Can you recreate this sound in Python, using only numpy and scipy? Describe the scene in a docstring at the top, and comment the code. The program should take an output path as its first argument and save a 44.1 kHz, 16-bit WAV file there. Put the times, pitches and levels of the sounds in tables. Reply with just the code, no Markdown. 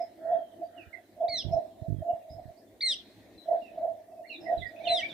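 """Outdoors among walls, over a quiet murmur, a dove-like bird starts short hoots, hoarse from the uneven
airflow in its throat. From about 1 s, pushes of air thump softly on the right microphone port. A nearer
bird gives sharp, falling chirps through its opening beak at 1.3 s and 2.8 s. The hoots pause, then resume
at 3.5 s. In the last second the chips and whistles of farther birds crowd in, with a few more thumps
and a third chirp at 4.9 s."""
import sys
import numpy as np
from scipy import signal
from scipy.fft import rfft, irfft, next_fast_len
from scipy.io import wavfile
from scipy.ndimage import uniform_filter1d, map_coordinates

SR = 44100
rng = np.random.default_rng(int(sys.argv[2]) if len(sys.argv) > 2 else 0)


def wav_record(signal):
    """Record a signal, one row per channel, as 16-bit PCM in the file named by sys.argv[1]."""
    frames = np.transpose(np.atleast_2d(signal))
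    bounded = np.clip(frames, -1, 1)
    # unit amplitude maps onto the largest positive 16-bit level
    quanta = np.round(bounded * 32767).astype(np.int16)
    wavfile.write(sys.argv[1], SR, quanta)


N = 226385
TIME = np.arange(N) / SR


def amp(db):
    """Decibels to gain."""
    return 10 ** (np.asarray(db) / 20)


def unit(x):
    """Scale to rms 1."""
    return x / np.sqrt(np.mean(np.abs(x) ** 2) + 1e-20)


def along(points, hz):
    """Read (freq_hz, value) points on a log frequency axis."""
    freqs, values = np.transpose(points)
    return np.interp(np.log(hz + 1), np.log(freqs + 1), values)


def wobble(rate, size):
    """A smooth random modulator, rate knots a second."""
    knots = rng.standard_normal(int(size * rate / SR) + 4)
    return map_coordinates(knots, [np.arange(size) * rate / SR])


def filtered(x, response):
    """Apply a frequency response."""
    size = next_fast_len(N + 8192)
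    return irfft(rfft(x, size) * response(np.fft.rfftfreq(size, 1 / SR)), size)[..., :N]


def eq(x, curve):
    """Colour a sound with (freq_hz, gain_db) points."""
    return filtered(x, lambda hz: amp(along(curve, hz)))


def noise(curve, side_db):
    """Coloured stereo noise of rms 1; side_db sets the width."""
    mid, side = eq(rng.standard_normal((2, N)), curve)
    return unit(np.array([mid + amp(side_db) * side, mid - amp(side_db) * side]))


def patchy(x, depth_db):
    """Random patches of gain over time and frequency, scaled to rms 1."""
    spectra = signal.stft(x, nperseg=512)[2]
    patches = uniform_filter1d(rng.standard_normal(spectra.shape[1:]), size=6, axis=0)
    patches = unit(uniform_filter1d(patches, size=12, axis=1))
    return unit(signal.istft(spectra * amp(depth_db * patches), nperseg=512)[1][:, :N])


def add(track, start_s, sound, pan_db):
    """Place a sound in a stereo track; pan_db is left minus right."""
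    gains = amp([[pan_db / 2], [-pan_db / 2]])
    part = track[:, max(round(start_s * SR), 0):][:, :sound.shape[-1]]
    part += gains / gains.mean() * sound[..., :part.shape[1]]


def gate(t, fade_s):
    """Fade a note in and out."""
    return np.sin(np.pi / 2 * np.clip(np.minimum(t - t[0], t[-1] - t) / fade_s, 0, 1)) ** 2


def phase_of(hz):
    """Running phase of a pitch curve."""
    return 2 * np.pi * np.cumsum(hz) / SR


# Fader rides of the ambience: time_s, murmur_db, rustle_db
BED_RIDES = [(0.0, -60.5, -64.5), (0.31, -62, -72), (1.07, -67, -71.5), (1.51, -58, -68.5),
             (1.94, -64, -74.5), (2.83, -65, -72), (3.01, -62, -62.5), (3.79, -62.5, -67),
             (4.26, -66.5, -79), (4.46, -55, -63.5), (4.73, -63, -60.5), (5.13, -54, -51)]
# Tone of the three noise beds: freq_hz, gain_db
MURMUR_EQ = [(25, -23.5), (60, -3.5), (85, -14.5), (104, 6.5), (125, -16.5), (190, -2.5), (320, 5.5),
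             (450, -4), (660, 0.5), (850, -11.5), (1200, -25), (2500, -53)]
RUSTLE_EQ = [(600, -13), (1200, -12.5), (1900, 3.5), (2800, -12), (3900, -5), (5200, -16.5), (8000, -26.5),
             (15000, -29)]
HISS_EQ = [(500, 7), (3000, 3.5), (6500, 2), (9000, 3.5), (11000, 2), (14000, 5), (15200, 2.5)]
def ambience(murmur_trim_db=5.0, rustle_trim_db=-1.5, hiss_db=-70):
    """The bed: a low distant murmur, an uneven far-off rustle and the microphone's hiss."""
    times, murmur_db, rustle_db = np.transpose(BED_RIDES)
    murmur = patchy(noise(MURMUR_EQ, side_db=-13.5), depth_db=3)
    murmur *= amp(np.interp(TIME, times, murmur_db) + murmur_trim_db)
    rustle = patchy(noise(RUSTLE_EQ, side_db=-3.5), depth_db=4.5)
    rustle *= amp(np.interp(TIME, times, rustle_db) + rustle_trim_db)
    hiss = amp(hiss_db) * patchy(noise(HISS_EQ, side_db=0.5), depth_db=2.0)
    return murmur + rustle + hiss


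# Ring time of the yard, before decay_scale: freq_hz, t60_s
YARD_DECAY = [(150, .4), (700, .6), (2000, 0.6), (4000, 0.87), (7000, 0.75), (12000, 0.067)]
def yard_reverb(x, decay_scale, predelay_s):
    """The walls answer with a diffuse tail whose top end dies first."""
    hz, t, spectra = signal.stft(rng.standard_normal((2, SR)), SR, nperseg=256)
    t60_s = decay_scale * along(YARD_DECAY, hz)[:, None]
    tail = signal.istft(spectra * amp(-60 * t / t60_s), SR, nperseg=256)[1]
    tail = np.pad(tail / np.linalg.norm(tail[0]), ((0, 0), (int(predelay_s * SR), 0)))
    return signal.fftconvolve(x, tail, axes=1)[:, :N]


def reflections(x, first_s, spread_s, count):
    """A few separate bounces, different at each microphone port."""
    delays = first_s + spread_s * rng.random((count, 2, 1))
    return filtered(x, lambda hz: np.exp(-2j * np.pi * hz * delays).sum(0)) / np.sqrt(count)


# What a farther wall sends back: freq_hz, gain_db
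FAR_WALL_EQ = [(1500, -5.5), (3500, 3), (4400, -4.5), (5500, -7.5), (9000, -27.5)]
def slapback(x):
    """A farther wall returns a late, dull repeat."""
    return reflections(eq(x, FAR_WALL_EQ), first_s=.065, spread_s=.03, count=3)


def chatter(count=36, level_db=-75, spread_db=2.0, middle_hz=3100, glide=0.085):
    """Many birds far away: a sprinkle of faint, mostly falling glides."""
    out = np.zeros((2, N))
    for when, (pitch, slope, life, size, side) in zip(rng.random(count), rng.standard_normal((count, 5))):
        t = np.arange(int(.04 * np.exp(.3 * life) * SR)) / SR
        hz = middle_hz * np.exp(.2 * pitch + glide * (slope - 1) * t / t[-1])
        note = amp(level_db + spread_db * size) * np.sin(phase_of(hz)) * gate(t, t[-1] / 2)
        add(out, when * N / SR, note, pan_db=3 * side)
    return out


# Faint low coos: start_s, length_s, pitch_hz, level_db
COOS = [(0.143, 0.075, 334, -58), (0.586, 0.031, 350, -47), (0.76, 0.049, 337, -53.5),
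        (4.345, .125, 335, -51), (5.068, 0.066, 352, -57.5)]
# Distant caws: start_s, length_s, level_db
CAWS = [(0.172, 0.27, -64), (0.658, 0.35, -69)]
# Rasp of a caw: freq_hz, gain_db
CAW_EQ = [(900, -27.5), (1350, 5), (1600, 7), (1900, 10), (2200, -21.5), (3000, -35.5)]
def coos_and_caws(waver=0.055):
    """Wavering sine coos and caws of swelling noise, tucked into the murmur."""
    out, rasp = np.zeros((2, N)), noise(CAW_EQ, side_db=-13.5)
    for start, length, hz, db in COOS:
        t = np.arange(int(length * SR)) / SR
        tone = unit(np.sin(phase_of(hz * (1 + waver * wobble(63, len(t))))))
        add(out, start, amp(db) * tone * gate(t, fade_s=0.013), pan_db=0)
    for start, length, db in CAWS:
        out += amp(db) * rasp * np.sin(np.pi * np.clip((TIME - start) / length, 0, 1))
    return out


# Calls of farther birds: start_s, length_s, from_hz, to_hz, level_db, pan_db
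CHIPS = [(0, 0.033, 5180, 5107, -59.5, -4), (0.267, 0.35, 3420, 2954, -77.5, -28),
         (0.625, 0.057, 4660, 4730, -78, -9.5), (0.761, 0.084, 3074, 2260, -58, -10),
         (0.926, 0.035, 2190, 1938, -48, -19), (1.512, 0.03, 5100, 5720, -59.5, -12),
         (2.093, 0.032, 2930, 2770, -69.5, -12), (2.293, 0.041, 4950, 5230, -64, -12),
         (2.563, 0.036, 4260, 5410, -73, -14.5), (3.376, 0.029, 4140, 3966, -56, 8.5),
         (3.608, 0.1, 2885, 2465, -62.5, -16.5), (4.235, 0.04, 1738, 2430, -59, -9.5),
         (4.263, 0.1, 4460, 3810, -63, 15), (4.291, 0.06, 2940, 2320, -45.5, -6.5),
         (4.322, 0.05, 4185, 3420, -52, -2), (4.399, 0.071, 5310, 5050, -65, -3.5),
         (4.454, 0.055, 2078, 1808, -50, -29), (4.573, .055, 4120, 3276, -52, -9.5),
         (4.614, 0.068, 2047, 1900, -45.5, -24), (4.663, 0.022, 4640, 5170, -65, 0),
         (4.76, 0.015, 2450, 2670, -55, 9), (4.799, 0.059, 2176, 2510, -57, -14),
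         (4.831, 0.085, 3745, 3430, -48, -15), (4.85, 0.046, 3260, 2454, -39, -7),
         (4.888, 0.048, 2500, 2030, -52.5, 25), (4.979, 0.052, 2120, 1810, -48, -12),
         (5.021, 0.041, 2192, 2440, -37, -0.5), (5.082, 0.039, 3900, 3300, -50, -3)]
def chips(overtone_db=-32, shimmer_db=1.5, jitter=.018):
    """Short, slightly unsteady whistled glides, each swelling and fading."""
    out = np.zeros((2, N))
    for start, length, from_hz, to_hz, db, pan_db in CHIPS:
        t = np.arange(int(length * SR)) / SR
        phase = phase_of(np.geomspace(from_hz, to_hz, len(t)) * (1 + jitter * wobble(450, len(t))))
        tone = np.sin(phase) + amp(overtone_db) * np.sin(2 * phase)
        voice = unit(tone * amp(shimmer_db * wobble(140, len(t))))
        add(out, start, amp(db) * voice * gate(t, fade_s=.22 * length), pan_db)
    return out


# Flutters of air on the microphone ports: start_s, length_s, level_db (before trim), pitch_hz, pan_db
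THUMPS = [(0.863, 0.034, -38.5, 83, -21), (1.288, .01, -40, 71, -24), (1.447, 0.15, -21, 104, -31.5),
          (1.819, 0.013, -23.5, 113, -44), (1.889, 0.14, -16, 110.3, -45),
          (2.129, 0.0056, -31.5, 99, -17.5), (2.307, 0.13, -34, 83, -6.5), (2.464, 0.041, -30, 101, -29),
          (4.42, 0.058, -48, 134.4, -20), (4.577, 0.11, -28.5, 82, -32), (4.897, .01, -33, 81, -12)]
def thumps(gap_s=.019, scatter_s=.0033, scatter_db=1.5, detune=.13, flutter=.26, trim_db=-7.0):
    """A run of air pushes swells and dies; each push swings the diaphragm for a cycle or two."""
    out, t = np.zeros((2, N)), np.arange(SR // 12) / SR
    for start, length, db, hz, pan_db in THUMPS:
        rise_s = 0.27 / hz
        for offset, (shift, size, stretch) in zip(np.arange(0, length, gap_s), rng.standard_normal((12, 3))):
            contour_db = np.interp(offset / length, [0, 0.23, 1], [-3, 0, -15])
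            gain = amp(db + trim_db + contour_db + scatter_db * size)
            swing = -np.sin(2 * np.pi * hz * np.exp(detune * stretch) * t)
            swing += flutter * wobble(7 * hz, len(t))
            envelope = (t / rise_s / 2) ** 2 * np.exp(2 - t / rise_s)
            add(out, start + offset + scatter_s * shift - rise_s, gain * swing * envelope, pan_db)
    return out


def chirp_pitch(t, length, overshoot_s=.015, settle_s=.014, drop=.375):
    """Ratio to the held pitch: flick up from flat, settle, then dive ever faster as the voice frays."""
    progress = t / length
    flick = 1 - .2 * np.exp(-t / settle_s) * np.cos(np.pi * t / overshoot_s)
    bends = 1 + .0097 * progress * wobble(64, len(t))
    fray = 1 + .009 * progress * wobble(350, len(t))
    return flick * bends * fray * (1 - drop * progress ** 2.55)


def chirp_envelope(t, length, attack_s, release_s=.033):
    """A chirp's gain: a brief accent, a ramp up, a shimmering hold and a release."""
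    accent_db = 7.5 * np.exp(-t / .0081)
    attack_db = -14 * np.maximum(1 - t / attack_s, 0)
    shimmer_db = 1.5 * wobble(170, len(t))
    release_db = -13.5 * np.maximum(1 - (length - t) / release_s, 0)
    return amp(accent_db + attack_db + shimmer_db + release_db) * gate(t, fade_s=.0035)


# The nearer bird's chirps, with trims for partials 1, 3 and 4-6:
# start_s, length_s, held_hz, level_db, attack_s, pan_db, first_db, third_db, upper_db
CHIRPS = [(1.28, 0.15, 2190, -33, 0.058, -3, 1, 1.5, -3.5),
          (2.806, 0.142, 2169, -28, 0.028, -0.5, 1, -5, 4.5),
          (4.871, .146, 2056, -30, 0.029, 0.5, -5.5, -12.5, -0.5)]
# Resonance of its throat and beak: freq_hz, gain_db
BEAK_EQ = [(1500, -34.5), (1850, -23), (2100, -4.5), (2700, -7.5), (3400, -4), (4300, 1), (5000, 0),
           (5650, -2.5), (6400, -26), (7300, -25.5), (8400, -15.5), (9500, -26), (11500, -45.5),
           (14000, -62)]
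def chirps(odd_db=-3, closed_db=-17, open_share=.42, flicker_db=3.5, ending_db=-14, left_lag_s=.00003):
    """A harmonic stack slides through the beak resonance; upper partials come in as the beak opens."""
    out = np.zeros((2, N))
    k = np.arange(1, 7)[:, None]  # partial numbers
    dying_share = np.minimum(np.abs(k - 2) / 2 + (k == 1), 1)  # the outer partials die first
    for start, length, held_hz, db, attack_s, pan_db, first_db, third_db, upper_db in CHIRPS:
        t = np.arange(int(length * SR)) / SR
        hz = held_hz * chirp_pitch(t, length)
        flicker = np.array([wobble(75.8, len(t)) for _ in k])
        rasp = np.array([wobble(700, len(t)) for _ in k])
        colour_db = np.array([first_db, 0, third_db] + 3 * [upper_db])[:, None] + odd_db * (k % 2)
        opening_db = closed_db * np.clip(1 - t / length / open_share, 0, 1) + flicker_db * flicker
        fading_db = ending_db * (t / length) ** 2 * dying_share
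        gains = amp(along(BEAK_EQ, k * hz) + colour_db + (k > 2) * opening_db + fading_db)
        phases = k * phase_of(hz) + .25 * (k > 2) * rasp
        left = (gains * np.sin(phases - 2 * np.pi * k * hz * left_lag_s)).sum(0)
        right = (gains * np.sin(phases)).sum(0)
        voice = np.array([left, right]) / np.sqrt((gains ** 2).sum(0) / 2)
        add(out, start, amp(db) * voice * chirp_envelope(t, length, attack_s), pan_db)
    return out


def hoarse_tone(hz, flutter=.62, flutter_hz=125, rasp_db=-17, rasp_hz=240, right_lag_s=.00005):
    """Uneven airflow shakes a tone's strength and phase."""
    def shake(rate):
        return wobble(rate, len(hz)) + 1j * wobble(rate, len(hz))
    flow = 1 + flutter * shake(flutter_hz) + amp(rasp_db) * shake(rasp_hz)
    flow /= np.sqrt(uniform_filter1d(np.abs(flow) ** 2, size=700))  # quick shaking, steady effort
    phase = phase_of(hz) - 2 * np.pi * hz * [[0], [right_lag_s]]
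    return unit((flow * np.exp(1j * phase)).real)


def voice_breaks(t, surge_db, catch_lead_s, catch_db, catch_width_s=.008, surge_width_s=.022):
    """Gain of a voice that catches (a blip between two dips), then surges at its peak, t = 0."""
    distance_sq = ((t + catch_lead_s) / catch_width_s) ** 2
    catch = (1 - distance_sq) * np.exp(-distance_sq / 2)
    surge = np.exp(-(t / surge_width_s) ** 4)
    return amp(catch_db * catch + surge_db * surge)


# The dove-like bird's hoots, levels before the throat and breath gains:
# peak_s, level_db, pitch_hz, rise_s, fall_s, surge_db, catch_lead_s, catch_db
HOOTS = [(0.019, -44, 683.0, 0.41, 0.069, 9, 0.1, -0.0), (0.337, -30.5, 685.0, 0.1, 0.087, 3.5, 0.079, 4.5),
         (0.636, -47.7, 684.0, 0.1, 0.062, 8.5, 0.066, 7), (0.776, -55.0, 691.0, 0.077, 0.071, 2, 0.031, 6),
         (0.986, -61, 680.0, 0.066, 0.049, 3.5, 0.044, 10),
         (1.238, -32.5, 678.0, 0.043, 0.102, 2.5, 0.025, 5),
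         (1.573, -32.5, 673.8, 0.086, 0.076, -2.5, 0.035, 14),
         (1.862, -52.5, 659.7, 0.131, 0.117, 7, 0.065, 3),
         (2.099, -34, 690.3, 0.063, 0.083, 4, 0.072, 15.5),
         (2.296, -53.5, 638.6, 0.12, 0.2, -0.0, 0.036, 1), (2.386, -50, 687.5, 0.016, 0.042, 4.5, 0.024, 4),
         (2.498, -58, 658, 0.15, 0.22, 0, 0.048, -1.2), (3.533, -27.5, 693, 0.046, 0.06, -0.0, 0.044, 14),
         (3.848, -33.5, 668.5, 0.088, 0.115, 0.5, 0.064, 11),
         (4.134, -52.5, 677.4, 0.067, 0.041, 3.5, 0.045, 6),
         (4.202, -52.5, 660.0, 0.043, 0.167, 7, 0.033, 3.5),
         (4.528, -30, 700.3, 0.076, 0.049, -0.0, 0.079, 5.5), (4.927, -33, 695.0, 0.15, 0.093, 4, 0.05, 12)]
# Resonance of its swollen throat: freq_hz, gain_db
THROAT_EQ = [(300, -21), (500, -7), (600, 1), (700, 6.5), (765, -13), (950, -1.5), (1200, -13)]
# Husky colour of its breath: freq_hz, gain_db
BREATH_EQ = [(150, -43.5), (330, -21), (450, -7.5), (560, 2), (660, 18), (780, 0), (900, -8.5),
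             (1000, -20.5), (1120, -41), (1400, -32.5), (2000, -57.5)]
def hoots(hold_s=.008, fade_db=18.5, span=1.55, scoop_hz=41.86, sag_hz=20.9, wander_hz=18, pan_db=-4.0):
    """A hoarse tone swells and fades in the throat, its pitch arching with the effort; breath rides on it."""
    tones, breaths = np.zeros((2, 2, N))
    breath = noise(BREATH_EQ, side_db=-7)
    for peak_s, db, hz, rise_s, fall_s, surge_db, catch_lead_s, catch_db in HOOTS:
        start = max(peak_s - hold_s - span * rise_s, 0)
        t = np.arange(start - peak_s, hold_s + span * fall_s, 1 / SR)
        # distance from the held peak, in rise times and in fall times
        before, after = np.maximum((-t - hold_s) / rise_s, 0), np.maximum((t - hold_s) / fall_s, 0)
        pitch_hz = hz - scoop_hz * before ** 2 - sag_hz * after ** 2 + wander_hz * wobble(60, len(t))
        effort = amp(db - fade_db * (before + after)) * gate(t, fade_s=.006)
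        voice = hoarse_tone(pitch_hz) * voice_breaks(t, surge_db, catch_lead_s, catch_db)
        add(tones, start, voice * effort, pan_db)
        first = int(start * SR)
        add(breaths, start, breath[:, first:first + len(t)] * effort[:N - first], pan_db)
    return eq(tones, THROAT_EQ) + breaths


def scene():
    """The mix: ground and near walls answer quickly, the surroundings linger; far birds are wetter."""
    dove, near = hoots(), chirps()
    far = chips() + chatter() + coos_and_caws()
    ground = reflections(amp(-9.5) * near + amp(-1) * far, first_s=.0014, spread_s=.0065, count=4)
    slap = slapback(amp(-21) * near)
    short_send = amp(-12.5) * (dove + near) + amp(-3) * far
    long_send = amp(-23.5) * dove + amp(-33) * near + amp(-22) * far
    walls = yard_reverb(short_send, decay_scale=0.21, predelay_s=.012)
    surroundings = yard_reverb(long_send, decay_scale=1.4, predelay_s=.04)
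    return dove + near + far + ground + slap + walls + surroundings + thumps() + ambience()


def record(dry, low_cut_hz=42, top_hz=15600):
    """The microphone rolls off the deepest bass and keeps nothing above its band limit."""
    return filtered(dry, lambda hz: (hz < top_hz) * hz ** 2 / np.hypot(hz ** 2, low_cut_hz ** 2))


dry = scene()
out = record(dry)
wav_record(out)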